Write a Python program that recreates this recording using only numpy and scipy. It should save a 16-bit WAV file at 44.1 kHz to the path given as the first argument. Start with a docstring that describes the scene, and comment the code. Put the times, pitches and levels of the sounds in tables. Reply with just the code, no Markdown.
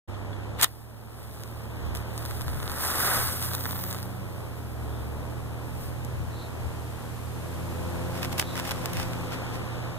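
"""Match heads flaring by a road

Outdoors, close to a stereo microphone, a match rasps on its box, sizzles and sets off a small pile of
match heads, which flare in tiny gas jets and crackle out. Fingers then rummage for another match.
Farther off are tyre noise, two droning engines and a bird; puffs of wind hit the microphone.
The gain control ducks at the strike and creeps back."""
import sys
import numpy as np
from scipy import signal
from scipy.fft import rfft, irfft, next_fast_len
from scipy.io import wavfile
from scipy.ndimage import uniform_filter1d

SR = 44100
rng = np.random.default_rng(int(sys.argv[2]) if len(sys.argv) > 2 else 0)


def pcm_store(signal):
    """Save signal as 16-bit PCM."""
    levels = np.round(np.clip(np.atleast_2d(signal), -1, 1) * 32767)
    wavfile.write(sys.argv[1], SR, levels.astype(np.int16).T)


N = 440118
TIME = np.arange(N) / SR
SIDE = np.array([[.5], [-.5]])  # splits a difference between left and right

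# Spectra of the match, flames, fingers, road, wind and hiss.
# Each row: frequency in Hz, relative level in dB.
GRIT_TONE = [(500, -13), (1400, -5), (2200, -3.5), (3500, 1), (4700, 0), (6100, -3), (7500, 1), (9200, 2),
             (11200, -2.5), (14200, 2), (16000, -9)]
BOX_TONE = [(150, -15), (550, -4), (1200, 3), (2100, -3), (3300, -3), (4500, -6), (5400, -24), (10000, -35)]
JET_TONE = [(1500, -11), (2500, -3.5), (3900, -6), (4700, 1.5), (5500, -.5), (6200, -8.5), (7700, -3.5),
            (9200, 2), (10500, -.5), (11600, 2), (12400, -4), (13500, 4), (14200, .5), (15200, 4),
            (16000, -4)]
RUSH_TONE = [(100, -7), (350, -6), (850, -2.5), (1150, 1.5), (1550, .3), (2100, -8), (4000, -17),
             (8000, -30)]
SIZZLE_TONE = [(3500, -18), (7000, -31), (12700, -13), (13700, 1.5), (15200, 3.5), (16000, -6)]
POP_TONE = [(150, -21.5), (500, 2), (1300, 6), (2100, -3), (3600, -1), (5200, -3), (6200, -9), (9500, -7.5),
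            (16000, -15)]
RUB_TONE = [(200, -18), (500, 1), (1300, 6), (2000, 2), (2600, 6), (4000, -1), (5400, 1.5), (6200, -4.5),
            (9000, -5), (12000, -7), (14000, -4.5), (16000, -11)]
ROAD_TONE = [(40, -5), (120, 2.5), (170, -2), (250, -1), (400, -3), (700, -5.5), (1050, -8.5),
             (1600, -14.5), (2500, -17), (3600, -24.5), (5500, -29.5), (16000, -60)]
WIND_TONE = [(12, -8.5), (30, -10), (50, -7), (85, 1.5), (140, -8.5), (250, -25), (600, -55)]
HISS_TONE = [(1000, 10.5), (5500, 2), (9000, 4.5), (12500, 3.5), (14500, 3), (16000, -24.5)]

# Envelopes. Each row: time of reaching full strength, rise, hold and fade in seconds, level in dB.
DRAG = (.596, .018, .062, .035, -33)  # the head dragged over the striker
CATCH = (.631, .015, .012, .007, -15.5)  # it tears as it catches
FRYING = [(1.2, .25, .22, .2, -51), (1.75, .3, .45, .4, -56.5)]  # the lit head fries
FLARES = [(.66, .02, 0, .8, -43.5), (1.25, .6, .2, .8, -48), (1.955, .02, .015, .08, -43),
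          (2.18, .16, .5, .3, -45.7), (2.835, .14, .025, .24, -30), (3.02, .34, .13, .58, -26.5),
          (3.43, .1, .015, .12, -35), (3.65, .3, .3, .45, -44.5), (4.3, .3, .7, 3, -54.5),
          (5.84, .22, 0, .18, -45.5)]  # heads flare one after another
ROAR = (3.09, .6, .06, .22, -30.8)  # the tall flame shoots up
SPUTTERS = [(1.37, .8, .06, .35, -48), (2.22, .25, 1.23, .3, -47.3), (2.84, .12, .35, .4, -38.5),
            (3.42, .15, .55, .11, -42.7)]  # melting heads sputter
SPENT = (3.58, .62, .3, .19, -37.3)  # thin sizzle of heads nearly spent
DEEP_PRESENCE = (1.4, 5.5, 7.2, 4.2, 0)  # the deep engine comes and goes
HISS_SWELL = (7.9, 5.5, 1.1, 2.7, -46.3)  # the hiss rises with the traffic

# Grains of the head catching on the striker. Each row: start in seconds, level in dB, decay in seconds.
SNAPS = [(.6132, -20.5, .0012), (.6247, -22, .001), (.6288, -17, .0008), (.6316, -11, .0018),
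         (.6437, -8, .0009)]
# The match knocking on its box. Each row: start in seconds, level in dB.
TAPS = [(.141, -47), (.148, -42), (.3305, -40.5), (.6447, -16.5)]
# The ring of the box. Each row: frequency in Hz, relative level in dB, seconds to fall by 60 dB.
BOX_MODES = [(1250, -7, .025), (1850, -9, .03), (3400, -2, .035), (4300, -7, .03)]
# Small cracks at close range. Each row: start in seconds, level in dB, treble tilt in dB per octave.
HEAD_POPS = [(1.436, -33.5, 1), (1.951, -32, 2.5), (1.958, -34, 2), (1.972, -37, 2), (2.1785, -32, 4),
             (2.2525, -33.5, 1), (2.261, -35, 3), (2.3105, -34, -1), (2.4108, -33, 1.5), (2.418, -34, 3),
             (2.4815, -32, -1), (2.602, -35, -2), (2.6295, -33.5, 0), (2.6785, -30.5, -1.5),
             (2.698, -33, -1), (2.7175, -31, 1.5), (3.4255, -29.5, 1), (3.5355, -30, 2), (3.5505, -24.5, 4),
             (3.656, -27.5, -4), (3.6635, -32, 3), (3.7095, -32, -2), (3.839, -30.5, 1.5),
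             (3.9115, -33, 1.5), (3.928, -31.5, 2.5), (3.947, -32.5, 0), (4.029, -35, 3),
             (6.0486, -37.5, 6)]
STICK_TICKS = [(8.231, -29, -.5), (8.248, -30.5, 0), (8.4165, -29.5, 1), (8.4255, -26, -4.5),
               (8.5553, -34, -1), (8.5775, -29, 0), (8.5915, -31, -1), (8.5982, -25, -2.5),
               (8.6928, -32, 1), (8.7100, -26.5, -1), (8.8581, -24.5, 1), (8.9334, -30.5, 4),
               (8.9703, -30, -1), (8.9985, -32, 0), (9.0303, -34, -2), (9.1335, -34, -1.5),
               (9.3225, -35, -2), (9.5555, -37, 0)]
# Fingers sliding over card and matchsticks.
# Each row: middle and length in seconds, level in dB, treble tilt in dB per octave.
RUBS = [(8.17, .07, -43, 0), (8.237, .04, -36, 0), (8.327, .014, -37, 1.5), (8.385, .011, -27, 2.5),
        (8.3975, .0055, -18.3, .7), (8.409, .026, -31.5, 1.5), (8.58, .055, -37.5, -1),
        (8.675, .06, -39.5, .5), (8.716, .014, -36, -1), (8.7, .8, -45, -.5), (8.995, .09, -39.5, -.5),
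        (9.335, .04, -37, -1.5), (9.549, .046, -44, 0)]

# Close sound at the two microphone ports. Each row: frequency in Hz, lead of the left in radians.
PORT_PHASE = [(0, 0), (1850, 0), (2200, 2.8), (3150, 2.6), (3700, .8), (4250, 3.0), (5800, 3.2),
              (6500, 5.2), (7700, 3.9), (9400, 5.4), (10300, 3.8), (11300, .4), (11800, -.1), (12400, -2.6),
              (13400, -4.2), (14100, -6.3), (15100, -9.2)]
# Its balance at the ports. Each row: frequency in Hz, left over right in dB.
PORT_BALANCE = [(300, 3.5), (700, 1.5), (1600, 0), (2000, -9), (2450, 0), (3300, 2.5), (4400, -1),
                (6200, 0), (7500, 3.5), (9700, 4.5), (10800, -2), (15000, -.5)]
# How alike the two sides are, for close sound and for the road. Each row: frequency in Hz, coherence.
PORT_COHERENCE = [(300, .65), (1200, .99), (1600, .98), (2000, .5), (2500, .98), (3700, .55), (4150, .99),
                  (5500, .99), (6200, .35), (10500, .65), (11600, .9), (12400, .7), (15200, .92)]
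ROAD_COHERENCE = [(60, 0.24), (300, 0.074), (600, 0.3), (1100, 0.96), (1450, 1), (2070, -1), (2800, -1),
                  (3700, 1), (4430, -1), (5550, -1), (6500, 1)]

# Speeds of the two engines. Each row: time in seconds, firing rate in Hz.
DEEP_FIRING = [(0, 70), (2.3, 76), (4.25, 95), (4.7, 74), (5.1, 73), (6.2, 81.5), (7, 78.5), (7.9, 86.3),
               (9.4, 86.3)]
HIGH_FIRING = [(.35, 101.5), (.7, 114), (2.2, 112), (3.5, 122.3), (5, 115.2), (5.8, 119.9), (6.8, 116),
               (8.6, 123), (9.2, 119.5)]
# Their exhaust notes. Each row: multiple of the firing rate, relative level in dB,
# left over right in dB, lead of the left in radians.
DEEP_ORDERS = [(1, 2, -2, 1.2), (2, -7.5, 11.5, 1.003), (3, -10, 11.5, 1.2), (4, -9.5, 3, 1.4),
               (6, -10.5, 11.5, 1.1), (12, -17.5, 0, 0)]
HIGH_ORDERS = [(1, 0.5, -13, 1), (2, -16.5, 1, 0.66)]
# The deep engine pulling hard. 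Each row: middle and length in seconds, lift in dB.
DEEP_PULLS = [(3.7, .8, 3), (5.05, .7, 3.5), (7.85, 1.0, 6)]
# Traffic going by. Each row: middle and length in seconds, level in dB, brightening in dB per octave.
PASSES = [(1.9, .8, -43.5, .8), (5.1, 1.1, -43, -.7), (8.1, 1.4, -37.7, -.2), (9.4, 1.7, -38.5, 1.3)]
# A distant bird. Each row: middle and length in seconds, pitch in Hz, level in dB.
CHIRPS = [(4.96, 0.19, 3450, -59.5), (6.407, .17, 3980, -52), (8.481, 0.15, 3772, -47)]
# Wind on the microphone. Each row: middle and length in seconds, level in dB, left over right in dB.
PUFFS = [(1.89, .17, -31.5, -6), (2.52, .42, -34, 3), (3.2, .25, -41, -2), (5.801, .2, -41, 2),
         (6.204, .25, -38, 6), (6.65, .1, -39, 8), (9.0, .3, -41, 9), (9.56, .09, -39, 5)]


def strike():
    """The box rasps under the dragged head; grit tears at it until it snaps alight and slips off."""
    drag, catch = envelope(*DRAG), envelope(*CATCH)
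    grit = together(amp(-6) * drag, catch) * colour(grains(per_s=12000, spread_db=1.5), GRIT_TONE)
    rasp = together(drag, amp(-6.5) * catch) * colour(grains(per_s=4000, spread_db=3), BOX_TONE)
    out = grit + rasp
    for s, db, decay_s in SNAPS:
        add(out, s, amp(db) * crack(decay_s, GRIT_TONE))
    add(out, .6446, amp(-11) * crack(decay_s=.0018, tone=BOX_TONE, tilt_db=1.5))  # off the edge
    return out


def taps():
    """The box rings briefly as the match is set against it, and again as the head flies off its edge."""
    out, t = np.zeros(N), np.arange(SR // 8) / SR
    for s, db in TAPS:
        for hz, mode_db, t60 in BOX_MODES:
            add(out, s, amp(db + mode_db - 60 * t / t60) * np.sin(2 * np.pi * (hz * t + rng.random())))
    return out


def match():
    """The match knocks and scrapes on its box."""
    return taps() + strike()


def flare():
    """Tiny gas jets hiss over the rush of the flame, which swells to a roar and thins to a sizzle."""
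    blaze = together(*[envelope(*row) for row in FLARES])
    jets = blaze * colour(grains(per_s=7000, spread_db=3), JET_TONE)
    flame = together(amp(-1.5) * blaze ** 1.25, envelope(*ROAR))  # grows faster than the jets
    rush = flame * colour(grains(per_s=2500, spread_db=2.2), RUSH_TONE)
    sizzle = envelope(*SPENT) * colour(grains(per_s=6000, spread_db=2), SIZZLE_TONE)
    flutter = amp(drift(per_s=70))
    return flutter * (jets + rush + sizzle)


def crackle():
    """The lit head fries in fine ticks; molten heads sputter in bubbles, dull to bright, and pop."""
    melting = together(*[envelope(*row) for row in SPUTTERS])
    bubbles = sum(colour(grains(per_s=50, spread_db=1.8), tilted(POP_TONE, tilt_db))
                  for tilt_db in (-3.5, 0, 3.5))
    frying = together(*[envelope(*row) for row in FRYING])
    out = melting * unit(bubbles) + frying * colour(grains(per_s=500, spread_db=4), JET_TONE)
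    for s, db, tilt_db in HEAD_POPS:
        add(out, s, amp(db) * crack(decay_s=.0006, tone=POP_TONE, tilt_db=tilt_db))
    return out


def fire():
    """The heads flare and crackle as they burn."""
    return flare() + crackle()


def fingers():
    """Dry, gritty strokes stick and slip over card and wood; matchsticks tick together."""
    stick_slip = amp(2.2 * drift(per_s=200))
    grit = stick_slip * grains(per_s=2000, spread_db=2.8)
    out = sum(colour(amp(db) * swell(s, length) * grit, tilted(RUB_TONE, tilt_db))
              for s, length, db, tilt_db in RUBS)
    for s, db, tilt_db in STICK_TICKS:
        add(out, s, amp(db) * crack(decay_s=.0012, tone=RUB_TONE, tilt_db=tilt_db))
    return out


def close_by(source, focus, scatter_db, size=8192):
    """Close sound meets the two ports out of step; table and wall scatter a short tail after it."""
    hz, t = np.fft.rfftfreq(size, 1 / SR), np.arange(size) / SR
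    coherence = focus * read(PORT_COHERENCE, hz)  # focus, 0-1: how much it comes from one direction
    phase, balance = read(PORT_PHASE, hz), amp(SIDE * read(PORT_BALANCE, hz))
    direct = (1 + coherence) / 2, phase
    stray = (1 - coherence) / 2, phase + np.pi  # sound from other angles makes the ports less alike
    scatter_t60, margin, out = .06, size // 8, 0
    for share, lead in direct, stray:
        scatter = rfft(rng.standard_normal((2, size)) * amp(scatter_db - 60 * t / scatter_t60))
        paths = irfft((np.exp(1j * SIDE * lead) + scatter) * np.sqrt(share) * balance)
        at_ports = signal.oaconvolve(source()[None], np.roll(paths, margin, 1), axes=1)
        out = out + at_ports[:, margin:margin + N]
    return out


def engines():
    """Out on the road a deep engine changes gear and nears; a higher one cruises and races once."""
    deep_hz = np.interp(TIME, *np.transpose(DEEP_FIRING))
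    deep_db = -41 + sum(db * swell(s, length) for s, length, db in DEEP_PULLS)
    nearing_db = -9 + 17 * swell(s=9.1, length=2.7)  # overtones come forward as it passes
    deep = exhaust(deep_hz, deep_db, DEEP_ORDERS, waver=.008, overtone_db=nearing_db)
    high_hz = np.interp(TIME, *np.transpose(HIGH_FIRING)) + 21 * swell(s=2.69, length=.54)  # races
    high_db = -40 - 12 * swell(s=2.84, length=.36)  # goes quiet as it runs down
    high = exhaust(high_hz, high_db, HIGH_ORDERS, waver=.0079)
    return envelope(*DEEP_PRESENCE) * deep + high


def exhaust(firing_hz, db, orders, waver, overtone_db=0):
    """A far exhaust note: the pipe's resonance lifts its orders, shifting paths fade and smear them."""
    pipe_hz, pipe_width_hz, pipe_db = 186, 10, 6
    phase = 2 * np.pi * np.cumsum(firing_hz * (1 + waver * drift(per_s=25))) / SR
    out = 0
    for k, order_db, pan_db, lead in orders:
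        resonance_db = pipe_db / (1 + ((k * firing_hz - pipe_hz) / pipe_width_hz) ** 2)
        fading_db = 1.1 * drift(per_s=6)
        smear = .074 * k * drift(per_s=18)
        gain = amp(db + order_db + overtone_db * (1 - 1 / k) + resonance_db + fading_db + SIDE * pan_db)
        out = out + gain * np.sin(k * phase + smear + SIDE * lead)
    return out


def road(size=1024):
    """Tyre noise from all around, swelling and changing colour as traffic goes by."""
    hz = np.fft.rfftfreq(size, 1 / SR)
    frame_s = np.arange(2 * N // size + 3) * size / 2 / SR
    draws = rng.standard_normal((len(frame_s), len(hz), 4)).T
    left, unrelated = draws[::2] + 1j * draws[1::2]
    coherence = read(ROAD_COHERENCE, hz)[:, None]
    right = coherence * left + np.sqrt(1 - coherence ** 2) * unrelated
    brightening = sum(tilt_db * swell(s, length) for s, length, _, tilt_db in PASSES)
    octaves = np.log2(np.clip(hz, 400, 5000) / 400)[:, None]
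    tone = amp(read(ROAD_TONE, hz)[:, None] + octaves * np.interp(frame_s, TIME, brightening))
    tyres = unit(signal.istft(np.array([left, right]) * tone, nperseg=size)[1][:, :N])
    far_road_db, left_over_right_db = -40.6, 1
    traffic = together(amp(far_road_db), *[amp(db) * swell(s, length) for s, length, db, _ in PASSES])
    return tyres * traffic * amp(.5 * drift(per_s=7) + SIDE * left_over_right_db)


def bird():
    """Chirps blurred by distance into narrow, fuzzy whistles."""
    out, blur = np.zeros(N), signal.butter(2, 260, fs=SR)
    for s, length, hz, db in CHIRPS:
        t = np.arange(int(2 * length * SR)) / SR
        fuzz = signal.lfilter(*blur, rng.standard_normal(len(t)) + 1j * rng.standard_normal(len(t)))
        whistle = unit((fuzz * np.exp(2j * np.pi * hz * t)).real)
        add(out, s - length, amp(db) * np.hanning(len(t)) ** 2 * whistle)
    return out


def wind():
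    """A light breeze with puffs on the microphone; eddies push its ports partly in opposite ways."""
    puffs = sum(amp(db + SIDE * pan_db) * swell(s, length) for s, length, db, pan_db in PUFFS)
    separate = np.array([noise(WIND_TONE), noise(WIND_TONE)])
    opposed = 1.8 * SIDE * noise(WIND_TONE)
    return (amp(-47) + puffs) * unit(separate + opposed)


def hiss():
    """A faint, even hiss lies under everything and swells as the traffic passes."""
    return together(amp(-56.5), envelope(*HISS_SWELL)) * np.array([noise(HISS_TONE), noise(HISS_TONE)])


def amp(db):
    """Decibels as a gain."""
    return 10 ** (np.asarray(db) / 20)


def unit(x):
    """The signal at an RMS of one."""
    return x / np.sqrt(np.mean(x ** 2) + 1e-20)


def together(*gains):
    """Joint strength of unrelated sounds."""
    return np.sqrt(sum(g ** 2 for g in gains))


def add(mix, s, sound):
    """Mix a sound in, starting at s seconds."""
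    part = mix[round(s * SR):][:len(sound)]
    part += sound[:len(part)]


def envelope(s, rise, hold, fade, db):
    """Rise to full strength at s, hold, fade; rise and fade are the seconds for a tenfold change."""
    tenfolds_down = np.maximum(s - TIME, 0) / rise + np.maximum(TIME - s - hold, 0) / fade
    return amp(db - 20 * np.minimum(tenfolds_down, 10))


def swell(s, length):
    """A smooth hump around the time s."""
    return np.exp(-np.minimum((2 * (TIME - s) / length) ** 2, 20))


def drift(per_s):
    """A random wander with an RMS of one."""
    knots = rng.standard_normal(int(N / SR * per_s) + 2)
    return unit(np.interp(TIME * per_s, np.arange(len(knots)), knots))


def read(points, hz):
    """A spectrum joined by straight lines on a log-frequency axis."""
    point_hz, value = np.transpose(points)
    return np.interp(np.log(hz + 1), np.log(point_hz + 1), value)


def tilted(tone, tilt_db):
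    """The same spectrum, brighter or duller by so many dB per octave."""
    return [(hz, db + tilt_db * np.log2(hz / 2000)) for hz, db in tone]


def colour(x, tone, size=2048):
    """Causal filter of unit energy with the given spectrum."""
    hz = abs(np.fft.fftfreq(size, 1 / SR))
    log_gain = np.log(amp(np.maximum(read(tone, hz), -100)))
    response = np.fft.ifft(np.exp(np.conj(signal.hilbert(log_gain)))).real[:size // 2]  # minimum phase
    return signal.oaconvolve(x, response / np.linalg.norm(response))[:len(x)]


def noise(tone):
    """Steady noise with the given spectrum."""
    size = next_fast_len(N)
    gain = amp(read(tone, np.fft.rfftfreq(size, 1 / SR)))
    return unit(irfft(rfft(rng.standard_normal(size)) * gain, size)[:N])


def grains(per_s, spread_db):
    """A random train of tiny clicks, most small and a few large."""
    size = amp(spread_db * np.minimum(rng.exponential(1, N), 4.5))
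    return unit(size * rng.choice([-1, 1], N) * (rng.random(N) < per_s / SR))


def crack(decay_s, tone, tilt_db=0, size=1024):
    """A sharp spike of pressure with a short ragged tail; it has the energy of 3 ms at 0 dB."""
    burst = rng.standard_normal(size) * np.exp(-np.arange(size) / (decay_s * SR))
    burst[0] = 3
    burst = colour(burst, tilted(tone, tilt_db))
    return burst / np.linalg.norm(burst) * np.sqrt(.003 * SR)


def scene():
    """Match, flames and fingers close to the microphone; traffic, bird, wind and hiss behind them."""
    near = close_by(match, focus=.85, scatter_db=-34)
    near += close_by(fire, focus=1, scatter_db=-47)
    near += close_by(fingers, focus=.7, scatter_db=-39)
    return near + engines() + road() + bird() + wind() + hiss()


def record(dry):
    """Gain control ducks fast and recovers slowly; the input opens, clips peaks and cuts the top."""
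    threshold_db, release_db_per_s, attack_s, duck_db_per_db = -22, 9, .012, .76
    power_db = 10 * np.log10(abs(uniform_filter1d((dry ** 2).mean(0), size=400)) + 1e-12)
    release_db = release_db_per_s * TIME
    held_db = np.maximum.accumulate(power_db + release_db) - release_db  # each peak sinks slowly
    over_db = np.maximum(held_db - threshold_db, 0)
    pole = np.exp(-1 / (attack_s * SR))
    ducked = dry / amp(duck_db_per_db * signal.lfilter([1 - pole], [1, -pole], over_db))
    opened = np.interp(TIME, [.075, .09], [0, 1])
    lowpass = signal.firwin(401, 15700, window=("kaiser", 9), fs=SR)
    return signal.oaconvolve(np.clip(ducked * opened, -.88, .88), lowpass[None], "same", axes=1)


dry = scene()
out = record(dry)
pcm_store(out)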